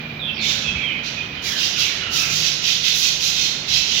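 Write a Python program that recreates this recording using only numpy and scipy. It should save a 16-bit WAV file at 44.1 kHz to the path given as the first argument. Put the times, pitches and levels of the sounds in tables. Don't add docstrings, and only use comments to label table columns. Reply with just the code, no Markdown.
import sys
import numpy as np
from scipy import signal
from scipy.fft import rfft, irfft, next_fast_len
from scipy.io import wavfile
from scipy.ndimage import map_coordinates

SR = 44100
rng = np.random.default_rng(int(sys.argv[2]) if len(sys.argv) > 2 else 0)


def transcribe(signal):
    frames = np.atleast_2d(signal).T
    limited = np.clip(frames, -1, 1)
    pcm = np.round(limited * 32767).astype(np.int16)
    wavfile.write(sys.argv[1], SR, pcm)


N = 176400
TIME = np.arange(N) / SR

# start_s, length_s, first_pitch_hz, last_pitch_hz, level_db, room_db, waver_fraction
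PEEPS = [(-.03, 0.152, 2462, 2367, -33.5, 7, 0.022), (.14, .15, 2357, 2500, -37, -2, .02),
         (0.193, 0.075, 3930, 2980, -26.5, 5, 0.017), (.225, 0.082, 3580, 3430, -30, -12, 0.007),
         (.282, 0.024, 3470, 2930, -25, -1, 0.0092), (0.272, 0.045, 2740, 2630, -28, 4, 0.011),
         (0.336, .08, 5350, 4570, -36, 5, 0.056), (0.391, .13, 4190, 3255, -22.5, 1.5, .08),
         (.355, 0.11, 2524, 2228, -26, 5.5, .07), (0.514, .1, 1793, 1501, -38, 6, 0.092),
         (.638, 0.077, 2700, 2515, -22.5, 3, 0.042), (0.633, .08, 3450, 3240, -27, 3, 0.044),
         (.745, .11, 2603, 2244, -24.5, 5.5, 0.065), (0.816, .115, 3390, 2943, -24.5, -4, 0.017),
         (0.868, .10, 2550, 2150, -27.5, 0, .065), (.92, 0.071, 2550, 2473, -27.5, 1, 0.0091),
         (1.17, .06, 2506, 2480, -25, 0.5, .02), (1.20, .07, 3480, 3150, -35, -8, .05),
         (1.25, 0.096, 2520, 2434, -34.5, 2, .035), (1.37, 0.068, 3135, 3020, -33.5, -8, 0.03),
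         (1.433, .17, 2168, 1541, -35, 1, 0.071), (1.45, 0.04, 2400, 2280, -30, -4, 0.017),
         (1.48, 0.11, 3370, 3010, -27, 6, 0.0402), (1.747, .04, 3045, 2706, -25.5, -2, 0.063),
         (1.801, 0.1, 2747, 2488, -25.5, 2, 0.092), (1.757, 0.0743, 1617, 1340, -36.5, 0, 0.083),
         (1.84, .16, 2147, 1850, -35.5, 0, 0.069), (2.0, .27, 1492, 1291, -36, 7, 0.042),
         (1.992, 0.153, 2927, 2827, -28, 4, 0.033), (2.149, .12, 2670, 2420, -25, 6, 0.062)]
# start_s, length_s, relative_level_db, tilt_db_per_octave, fizz_db
STROKES = [(0.396, .17, -22, -0.5, 0.5), (1.024, 0.085, -27, -4, -2.5), (1.413, 0.14, -25, 4.5, 3.5),
           (1.553, 0.15, -20, -1, 1.5), (1.754, 0.11, -18.5, 0.5, 2), (2.097, 0.14, -20, 5.5, 4.5),
           (2.266, .17, -20.5, 5, 1.5), (2.41, 0.098, -18, -1, 0.5), (2.608, 0.15, -17, -2, 0.5),
           (2.815, .11, -17, -0.5, 1.5), (2.919, 0.12, -20, 6, 6.5), (3.004, 0.1, -16.5, 0.5, -1),
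           (3.191, 0.12, -18, 3.5, 1.5), (3.313, 0.19, -19, -0.5, 0), (3.663, .155, -16.5, -1, -0.5),
           (3.848, 0.2, -19.5, 1, -4.5)]
SCRAPE_SPECTRUM = [(530, -70), (900, -34), (944, -49.5), (1160, -37), (1350, -20.5), (1780, -23),
                   (2030, -9), (2350, -10), (2580, -2), (3980, -0.5), (4650, -2), (5980, -3.5),
                   (6910, -10.5), (8780, -35), (10800, -28.5), (14400, -26.5), (15800, -26.5)]
SCRAPE_PAN = [(60, -21), (120, -21), (240, -0.5), (480, -17), (950, 9.5), (1890, -8), (3770, -17),
              (7520, -8), (15000, 9.5)]
RESONANCES = [2480, 2876, 3135, 3200, 3517, 3690, 3930, 4047, 4185, 4706, 5170, 5520, 5740, 5910, 6663]
CHATTER_SPECTRUM = [(700, -41), (1100, -18.5), (1400, -9), (1800, -10), (2100, -5.5), (2450, -7.5),
                    (2900, -3.5), (4000, -9), (4800, -17), (6000, -25), (7000, -33.5), (8000, -64),
                    (10000, -84)]
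CHATTER_LEVEL = [(0, -34), (.17, -38.5), (.32, -37.5), (.6, -34), (1.2, -34.5), (2.2, -28.5), (2.7, -32.5),
                 (4, -36)]
BUMPS = [(.64, 0.18, -36.5), (2.26, .14, -42), (3.65, 0.22, -45)]
BUMP_SPECTRUM = [(25, -25), (60, 3.5), (100, -2.5), (170, -2.5), (300, -23), (1000, -70), (4000, -110)]
RUMBLE_SPECTRUM = [(20, -22), (32, -11), (48, -12), (80, -3.5), (150, -0.5), (260, -5.5), (400, -8.5),
                   (700, -10.5), (1200, -14), (2500, -12.5), (5000, -40), (8000, -70)]
RUMBLE_LEVEL = [(0, -35.5), (.74, -34), (1, -35), (1.6, -35), (2.3, -34), (2.8, -37.5), (3.3, -36),
                (4, -35.5)]
RUMBLE_COHERENCE = [(50, 0.99), (160, 1), (350, 0.84), (700, 0.4), (1500, 0.044)]
GLIDING_HUM = [(0, 237, -39), (.2, 222, -44.5), (.42, 222, -39.5), (.53, 218, -47), (.65, 218, -37),
               (.8, 241, -46), (.95, 253, -44.5), (1.15, 222, -47.5), (1.5, 220, -82)]
LOW_HUM = [(0, -43.5), (1.3, -50.5), (1.7, -56.5), (2.5, -40), (3.2, -55), (4, -42.5)]
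HISS_SPECTRUM = [(6000, -37), (9500, -37), (12000, -22), (15000, -9.5)]
REVERB_TIME = [(300, .9), (2500, 1), (4500, 1), (7000, 0.86), (11000, 0.61), (16000, .45)]


def amp(db):
    return 10 ** (np.asarray(db) / 20)


def unit(x):
    return x / np.sqrt(np.mean(x ** 2) + 1e-20)


def along(points, hz):
    frequencies, values = np.transpose(points)
    return np.interp(np.log(hz + 1), np.log(frequencies + 1), values)


def curves(rows):
    times, *columns = np.transpose(rows)
    return [np.interp(TIME, times, column) for column in columns]


def wobble(position, knots=4096):
    return map_coordinates(rng.standard_normal(knots), [position], mode="mirror")


def filtered(x, response):
    n = x.shape[-1]
    padded = next_fast_len(n + 4096)
    return irfft(rfft(x, padded) * response(np.fft.rfftfreq(padded, 1 / SR)), padded)[..., :n]


def pan(left_minus_right_db):
    gains = amp(np.array([[.5], [-.5]]) * left_minus_right_db)
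    return gains / np.sqrt(np.mean(gains ** 2, axis=0))


def noise(spectrum):
    return unit(filtered(rng.standard_normal((2, N)), lambda hz: amp(along(spectrum, hz))))


def add(out, x, start_s):
    i = round(start_s * SR)
    x = x[:, max(-i, 0):max(N - i, 0)]
    out[:, max(i, 0):][:, :x.shape[1]] += x


def hump(length_s, power):
    progress = np.linspace(0, 1, max(int(length_s * SR), 8))
    return progress, np.abs(np.sin(np.pi * progress)) ** power


def in_room(x, room_db):
    hz, t, spectra = signal.stft(rng.standard_normal((2, SR)), SR, nperseg=256)
    decay = amp(-60 * t / along(REVERB_TIME, hz)[:, None])
    decay /= np.linalg.norm(decay, axis=1, keepdims=True)
    tail = signal.istft(spectra * decay, SR, nperseg=256)[1]
    response = amp(room_db) * tail / np.linalg.norm(tail[0])
    response[:, 0] += 1
    return signal.fftconvolve(np.atleast_2d(x), response, axes=1) / np.hypot(1, amp(room_db))


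def peeps(waver_per_s=420):
    out = np.zeros((2, N))
    for start_s, length_s, first_hz, last_hz, level_db, room_db, waver_fraction in PEEPS:
        progress, swell = hump(length_s, power=0.3)
        glide_hz = first_hz + (last_hz - first_hz) * progress ** .75
        waver = 1 + waver_fraction * wobble(progress * length_s * waver_per_s, knots=256)
        phase = 2 * np.pi * np.cumsum(glide_hz * waver) / SR
        whistle = unit(swell * np.sin(phase))
        add(out, amp(level_db) * in_room(whistle, room_db), start_s)
    return out * pan(-13.5)


def scrape_response(hz, tilt_db_per_octave, fizz_db, peak_db=3, half_width_hz=22.5, fizz_hz=8600):
    tilt = tilt_db_per_octave * np.log2(np.clip(hz, 2000, 7000) / 4000)
    fizz = fizz_db * (1 + np.tanh((hz - fizz_hz) / 1500)) / 2
    peaks = peak_db * sum(1 / (1 + ((hz - mode_hz) / half_width_hz) ** 2) for mode_hz in RESONANCES)
    ripple = 1.85 * wobble(hz / 89.83, knots=512)
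    return unit(amp(along(SCRAPE_SPECTRUM, hz) + tilt + fizz + peaks + ripple))


def scraping(slips_per_s=6000, catches_per_s=150, catch_db=2.5, gain_db=3.5):
    out = np.zeros((2, N))
    for start_s, length_s, level_db, tilt_db_per_octave, fizz_db in STROKES:
        progress, swell = hump(length_s, power=1.02)
        sizes = amp(0.5 * np.minimum(rng.exponential(size=(2, SR)), np.pi))
        slipping = rng.random((2, SR)) < slips_per_s / SR
        slips = slipping * np.sign(rng.standard_normal((2, SR))) * sizes
        catch = amp(catch_db * np.tanh(wobble(progress * length_s * catches_per_s, knots=256)))
        friction = unit(slips[:, :len(swell)] * catch) * swell
        echoing = in_room(friction, room_db=4.5)
        stroke = filtered(echoing, lambda hz: scrape_response(hz, tilt_db_per_octave, fizz_db))
        add(out, amp(level_db + gain_db) * stroke, start_s)
    return filtered(out, lambda hz: pan(along(SCRAPE_PAN, hz)))


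def chatter(flutter_db=1.3, flutter_per_s=26):
    level_db, = curves(CHATTER_LEVEL)
    wash = noise(CHATTER_SPECTRUM)
    return wash * amp(level_db + flutter_db * wobble(TIME * flutter_per_s)) * pan(-13.5)


def bumps():
    out = np.zeros((2, N))
    for start_s, length_s, level_db in BUMPS:
        _, swell = hump(length_s, power=1)
        bass = noise(BUMP_SPECTRUM)[:1, :len(swell)]
        add(out, amp(level_db) * unit(bass * swell), start_s)
    return out


def rumble(gain_db=-1):
    first, second = noise(RUMBLE_SPECTRUM)
    angle = lambda hz: np.arccos(np.clip(along(RUMBLE_COHERENCE, hz), -1, 1)) / 2
    mid = filtered(first, lambda hz: np.cos(angle(hz)))
    side = filtered(second, lambda hz: np.sin(angle(hz)))
    level_db, = curves(RUMBLE_LEVEL)
    return np.array([mid + side, mid - side]) * amp(level_db + gain_db)


def hum(low_hz=153, waver_db=1.9, waver_fraction=0.0069):
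    out = np.zeros(N)
    for pitch_hz, level_db in [curves(GLIDING_HUM), (low_hz, *curves(LOW_HUM))]:
        envelope = amp(level_db + waver_db * wobble(TIME * 8.45))
        wavering_hz = pitch_hz * (1 + waver_fraction * wobble(TIME * 12))
        out += envelope * unit(np.sin(2 * np.pi * np.cumsum(wavering_hz) / SR))
    return out


def hiss(level_db=-54):
    return amp(level_db) * noise(HISS_SPECTRUM) * pan(6)


def scene():
    return peeps() + scraping() + chatter() + bumps() + (rumble() + hum()) * pan(-1) + hiss()


def record(dry, ceiling=.8, cutoff_hz=15850):
    rounded = dry / (1 + np.abs(dry / ceiling) ** 10) ** (1 / 10)
    return filtered(rounded, lambda hz: hz < cutoff_hz)


dry = scene()
out = record(dry)
transcribe(out)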